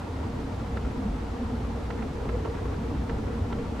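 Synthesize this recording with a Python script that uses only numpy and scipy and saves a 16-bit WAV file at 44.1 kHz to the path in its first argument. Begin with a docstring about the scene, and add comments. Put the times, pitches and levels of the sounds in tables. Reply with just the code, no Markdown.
"""Outdoors, under a jet airliner crossing high overhead, heard through a hand-held camera.
The exhaust is coloured noise that rumbles in lumpy surges and crackles faintly.
Moving air makes the humps of the roar swell and fade and the upper roar flutter.
The camera body adds soft ticks and knocks: noise bursts and ringing modes, over an even hiss."""
import sys
import numpy as np
from scipy import signal
from scipy.fft import rfft, irfft
from scipy.io import wavfile
from scipy.ndimage import uniform_filter1d

SR = 44100
rng = np.random.default_rng(int(sys.argv[2]) if len(sys.argv) > 2 else 0)


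def bounce(signal):
    """Save signal as a 16-bit WAV file at the path given by the first command-line argument."""
    frames = np.transpose(np.atleast_2d(signal))
    limited = np.clip(frames, -1, 1)
    pcm = np.round(limited * 32767).astype(np.int16)
    wavfile.write(sys.argv[1], SR, pcm)


N = 167580  # samples, 3.8 s


def undb(db):
    """Turn decibels into an amplitude gain."""
    return 10 ** (np.asarray(db) / 20)


def pan(balance_db):
    """Left and right gains, balance_db apart: positive leans left."""
    return undb(balance_db * np.array([[0.5], [-0.5]]))


def noise(spectrum, side_db):
    """Coloured stereo noise: the middle has rms 1, the side is at side_db relative to it."""
    hz, db = np.array(spectrum, float).T
    log_hz = np.log(np.maximum(np.arange(N // 2 + 1) * SR / N, 1))
    points = np.log(hz)
    # outside the table the colour falls 20 dB per factor e in frequency
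    beyond = np.maximum(points[0] - log_hz, 0) + np.maximum(log_hz - points[-1], 0)
    gain = undb(np.interp(log_hz, points, db) - 20 * beyond)
    pair = irfft(rfft(rng.standard_normal((2, N))) * gain, N)
    mid, side = pair / pair.std(axis=1, keepdims=True)
    return mid + undb(side_db) * side * np.array([[1], [-1]])


def walk(rate_hz):
    """Random levels drawn rate_hz times a second and smoothed twice; standard deviation 1."""
    hold = max(int(SR / rate_hz), 2)
    held = rng.standard_normal(N)[np.arange(N) // hold]
    slewed = uniform_filter1d(uniform_filter1d(held, hold), hold)
    return slewed / slewed.std()


def swell(curve, depth):
    """Gain of rms 1 that follows a level curve about its mean, its dB swings scaled by depth."""
    s, db = np.array(curve, float).T
    line = np.interp(np.arange(N) / SR, s, db)
    gain = undb(depth * (line - line.mean()))
    return gain / np.sqrt(np.mean(gain ** 2))


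def steady(x, span_s):
    """Even out the drift of a noise that is slower than about span_s."""
    power = uniform_filter1d(np.mean(x ** 2, axis=0), max(int(span_s * SR), 64))
    return x * np.sqrt(power.mean() / (power + 1e-12))


def burst(start_s, decay_s):
    """Envelope of a soft contact: a quick rise and an exponential fall, peak 1."""
    age = np.maximum(np.arange(N) / SR - start_s, 0) / decay_s
    return np.sqrt(2 * np.e * age) * np.exp(-age)


# colours of the deep exhaust rumble and the boom just above it: pitch_hz, relative level_db [dB per Hz]
RUMBLE_COLOUR = [(12, -35), (20, -6), (32, -11.5), (42, -9), (52, -4), (60, 8), (68, -5), (80, -12.5),
                 (120, -23.5)]
BOOM_COLOUR = [(55, -44), (70, -4.5), (82, -4.5), (92, 2), (104, -4), (120, -8), (165, -9.5), (200, -13.5),
               (330, -20), (600, -52)]
# their slow surging, only the swing about the mean counts: time_s, level_db (before the depth)
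RUMBLE_SURGING = [(0.0, -44), (0.45, -31), (0.8, -33), (0.95, -33), (1.22, -29.5), (1.4, -30), (1.5, -29),
                  (2.08, -31), (2.55, -31.5), (2.8, -29.5), (3.22, -27.5), (3.4, -29.5), (3.77, -30.5)]
BOOM_SURGING = [(0.0, -37.5), (0.6, -33), (0.94, -35), (1.42, -36.5), (1.53, -33), (1.62, -32.5),
                (1.98, -38), (2.06, -38), (2.22, -35), (2.7, -31), (2.9, -32.5), (3.35, -32.5), (3.6, -34),
                (3.77, -39)]
RUMBLE_DB, RUMBLE_SIDE_DB = -36, -48
BOOM_DB, BOOM_SIDE_DB = -36, -35


def jet_rumble():
    """The largest eddies of the exhaust: low noise, nearly alike in both ears, surging slowly."""
    deep = steady(noise(RUMBLE_COLOUR, RUMBLE_SIDE_DB), span_s=0.108)
    deep = undb(RUMBLE_DB) * deep * swell(RUMBLE_SURGING, depth=0.69)
    boom = steady(noise(BOOM_COLOUR, BOOM_SIDE_DB), span_s=0.091)
    boom = undb(BOOM_DB) * boom * swell(BOOM_SURGING, depth=0.88)
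    return deep + boom


# single surges of the exhaust: centre_s, pitch_hz (before wander), peak level_db,
# half_length_s (standard deviation of the bell-shaped envelope)
SURGE_LUMPS = [(0.13, 85.5, -30.5, 0.077), (0.264, 82.8, -25, 0.024), (0.625, 236.7, -36, .014),
               (0.74, 58, -27, .025), (0.857, 66, -23.5, 0.014), (1.061, 227.7, -29, 0.028),
               (1.123, 55, -24.5, 0.029), (1.43, 240.6, -25.5, 0.02), (1.541, 239.7, -28, 0.0098),
               (1.662, 58.1, -31, 0.02), (1.75, 72, -30, 0.028), (1.84, 57.9, -30, .025),
               (2.32, 53.8, -29, 0.056), (2.348, 460, -31, 0.019), (2.377, 90.2, -31.5, 0.026),
               (2.684, 57.7, -24, 0.038), (2.976, 62, -25, 0.02), (3.137, 58, -35, 0.019),
               (3.425, 86, -22.5, 0.012)]
SURGE_WANDER, SURGE_WANDER_HZ = 0.0812, 50.13  # rms share of the pitch; changes per s


def surges():
    """Short wavering tones under bell envelopes stand out of the rumble, alike in both ears."""
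    t = np.arange(N) / SR
    # one shared clock that runs unevenly bends every pitch
    wavering_s = np.cumsum(1 + SURGE_WANDER * walk(SURGE_WANDER_HZ)) / SR
    start_turns = rng.random(len(SURGE_LUMPS))
    total = np.zeros(N)
    for (centre_s, hz, db, half_s), turn in zip(SURGE_LUMPS, start_turns):
        envelope = np.exp(-0.5 * ((t - centre_s) / half_s) ** 2)
        total += undb(db) * envelope * np.sin(2 * np.pi * (hz * wavering_s + turn))
    return total


# colours of the lower and upper hump of the roar: pitch_hz, relative level_db [dB per Hz]
LOW_HUMP_COLOUR = [(130, -11), (200, -11.5), (226, 2), (240, -5.5), (260, -1), (295, -9.5), (350, -17.5),
                   (480, -32.5)]
HIGH_HUMP_COLOUR = [(280, -36), (340, -13), (400, -8.5), (445, -2.5), (472, 1), (505, -9.5), (560, -24.5),
                    (700, -54)]
# how each hump swells, only the swing about the mean counts: time_s, level_db (before the depth)
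LOW_HUMP_SWELL = [(0.0, -38), (0.44, -34), (0.56, -38), (1.0, -33), (1.18, -35.5), (1.4, -37), (1.7, -34.5),
                  (1.88, -38), (2.04, -32), (2.14, -37.5), (2.36, -36), (2.52, -39.5), (2.96, -32),
                  (3.06, -36.5), (3.22, -33.5), (3.34, -34.5), (3.62, -34), (3.77, -34)]
HIGH_HUMP_SWELL = [(0.0, -49), (0.38, -41), (0.58, -49.5), (0.74, -40.5), (1.26, -43.5), (1.38, -40.5),
                   (1.82, -43.5), (2.3, -34.5), (2.62, -37), (2.98, -42.5), (3.3, -34.5), (3.42, -43),
                   (3.58, -36), (3.77, -49)]
# bands of the upper roar, dulled by the air: centre_hz, reach_hz (centre to skirt),
# level_db (before the trim), side_db (relative to the middle), balance_db (left minus right)
UPPER_BANDS = [(348, 163, -48.5, -3.5, 1), (570, 158, -51, -7, 1), (748, 162, -50.5, -6.5, -2),
               (917, 182, -50.5, -3.5, -1), (1117, 157, -56.5, -1.5, 0.5), (1343, 217, -57.5, -8, 2),
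               (1610, 1060, -59.5, 0.5, 1.5)]
LOW_HUMP_DB, LOW_HUMP_SIDE_DB = -37.5, -15
HIGH_HUMP_DB, HIGH_HUMP_SIDE_DB = -43, -7
UPPER_TRIM_DB = -0.48
SKIRT_DB = -14  # band level one reach from its centre
FLUTTER_DB, HUMP_FLUTTER_DB, FLUTTER_HZ = 3, 1.2, 45.19  # rms of bands and upper hump; changes per s


def jet_roar():
    """Moving air swells two noise humps separately and makes each band above flutter."""
    low = steady(noise(LOW_HUMP_COLOUR, LOW_HUMP_SIDE_DB), span_s=0.13)
    low = undb(LOW_HUMP_DB) * low * swell(LOW_HUMP_SWELL, depth=1.5)
    high = steady(noise(HIGH_HUMP_COLOUR, HIGH_HUMP_SIDE_DB), span_s=0.23)
    high = undb(HIGH_HUMP_DB) * high * swell(HIGH_HUMP_SWELL, depth=0.63)
    high = high * undb(HUMP_FLUTTER_DB * walk(FLUTTER_HZ))
    upper = 0
    for hz, reach, db, side_db, balance_db in UPPER_BANDS:
        colour = [(hz - reach, SKIRT_DB), (hz - reach / 3, 0), (hz + reach / 3, 0),
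                  (hz + reach, SKIRT_DB), (2 * (hz + reach), 2 * SKIRT_DB)]
        flutter = undb(FLUTTER_DB * walk(FLUTTER_HZ))
        band = steady(flutter * noise(colour, side_db), span_s=0.18)
        upper = upper + undb(db) * pan(balance_db) * band
    return low + high + undb(UPPER_TRIM_DB) * upper


# colour of the exhaust crackle: pitch_hz, relative level_db [dB per Hz]
CRACKLE_COLOUR = [(400, -6), (900, 1.5), (1400, -1.5), (2200, -10.5), (4000, -24)]
CRACKLE_DB, CRACKLE_SIDE_DB = -56.5, -6
CRACKLE_SPREAD_DB, CRACKLE_HZ = 5, 70  # spread of the random level before its cap; changes per s


def crackle():
    """Noise with a fast random level, like small puffs, roughens the upper roar."""
    puffs_db = CRACKLE_SPREAD_DB * np.minimum(walk(CRACKLE_HZ), 2)  # cap the strongest
    return undb(CRACKLE_DB + puffs_db) * noise(CRACKLE_COLOUR, CRACKLE_SIDE_DB)


# modes of the camera body: pitch_hz, level_db (before dulling and ring level), t60_s (fall by 60 dB)
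CAMERA_MODES = [(462, -0.5, 0.033), (760, -5, .016), (960, -4.5, 0.027), (1330, -3.5, 0.054),
                (1870, -11, 0.013), (3050, -17, 0.017)]
RING_RISE_S = 0.0007


def ring(start_s, dull_hz):
    """Decaying sines: the camera body's modes after one contact, weaker above dull_hz."""
    first = int(start_s * SR)
    age = np.arange(min(SR // 5, N - first)) / SR
    rise = 1 - np.exp(-age / RING_RISE_S)
    out = np.zeros(N)
    for hz, db, t60 in CAMERA_MODES:
        gain = undb(db) / np.hypot(1, (hz / dull_hz) ** 2)
        decay = np.exp(-np.log(1000) * age / t60)
        out[first:first + len(age)] += gain * np.sin(2 * np.pi * hz * age) * decay * rise
    return out


CONTACT_SIDE_DB = -9  # stereo side of the tick and knock noise, relative to the middle
# ticks of the camera body: start_s, level_db (before crack and ring levels),
# balance_db (left minus right), rebound_s (delay of the second contact)
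TICK_EVENTS = [(0.7696, -34.5, -2, 0.0027), (0.848, -42.5, -3, 0.0033), (1.903, -34.5, -6, 0.005),
               (2.022, -39.5, -4, 0.0037), (2.29, -34, -4, 0.0055), (2.446, -41.5, -9, 0.0053),
               (3.095, -35.5, -2, 0.0023), (3.525, -35.5, -3, 0.0029), (3.7935, -36.5, -1, 0.0024)]
# colour of a tick's dry crack: pitch_hz, relative level_db [dB per Hz]
TICK_COLOUR = [(200, -4), (330, 13), (460, 13.5), (620, 4.5), (950, 6.5), (1150, -5), (1400, 2),
               (1850, 4.5), (2300, -3), (3300, -9), (5000, -19.5), (8000, -34), (12000, -52)]
TICK_DECAY_S, REBOUND_DB = 0.0029, -4.5
CRACK_DB, TICK_RING_DB = -1.5, 5


def camera_ticks():
    """Each tick is a noise crack with a quick rebound, and rings the body's modes."""
    crack = undb(CRACK_DB) * steady(noise(TICK_COLOUR, CONTACT_SIDE_DB), span_s=0.0016)
    total = 0
    for start_s, db, balance_db, rebound_s in TICK_EVENTS:
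        rebound = undb(REBOUND_DB) * burst(start_s + rebound_s, TICK_DECAY_S)
        contact = crack * (burst(start_s, TICK_DECAY_S) + rebound)
        ringing = undb(TICK_RING_DB) * ring(start_s, dull_hz=4000)
        total = total + undb(db) * pan(balance_db) * (contact + ringing)
    return total


# duller knocks of the grip: start_s, level_db (before the ring level), decay_s (fall to 1/e)
KNOCK_EVENTS = [(1.284, -45, .002), (1.58, -37, 0.0018), (2.254, -31, .004), (2.35, -40, 0.0036),
                (2.4512, -29, 0.002), (2.457, -28, 0.0016), (2.474, -36, 0.0034), (2.5534, -30.5, 0.0025),
                (2.655, -30.5, 0.0032), (2.72, -36, 0.0038)]
# colour of a knock's thud: pitch_hz, relative level_db [dB per Hz]
KNOCK_COLOUR = [(200, 3), (470, 14), (620, -6), (920, 2.5), (1150, 0.5), (1400, -34), (2200, -20),
                (5000, -38)]
KNOCK_RING_DB, KNOCK_DULL_HZ = -4.5, 1090  # a soft contact rings the modes above this less


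def grip_knocks():
    """Each knock is a dull noise thud, and rings mainly the body's lower modes."""
    thud = steady(noise(KNOCK_COLOUR, CONTACT_SIDE_DB), span_s=0.003)
    total = 0
    for start_s, db, decay_s in KNOCK_EVENTS:
        ringing = undb(KNOCK_RING_DB) * ring(start_s, KNOCK_DULL_HZ)
        total = total + undb(db) * (thud * burst(start_s, decay_s) + ringing)
    return total


# colour of the even hiss: pitch_hz, relative level_db [dB per Hz]
HISS_COLOUR = [(500, 7), (1500, 2.5), (2500, -0.5), (4000, -4), (6300, -10), (8000, -13.5), (10000, -18.5),
               (12000, -22.5), (14000, -25.5), (15500, -33)]
HISS_DB, HISS_SIDE_DB = -51, -4


def hiss():
    """Wide noise at a constant level, thinning towards the top."""
    return undb(HISS_DB) * noise(HISS_COLOUR, HISS_SIDE_DB)


def scene():
    """Jet rumble, surges, roar and crackle, then camera handling and hiss."""
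    jet = jet_rumble() + surges() + jet_roar() + crackle()
    handling = camera_ticks() + grip_knocks()
    return jet + handling + hiss()


def record(dry):
    """The camera cuts the top with a steep elliptic low-pass."""
    top_cut = signal.ellip(8, 0.2, 70, 15300, fs=SR, output="sos")  # order, ripple dB, stop dB, Hz
    return signal.sosfilt(top_cut, dry)


dry = scene()
out = record(dry)
bounce(out)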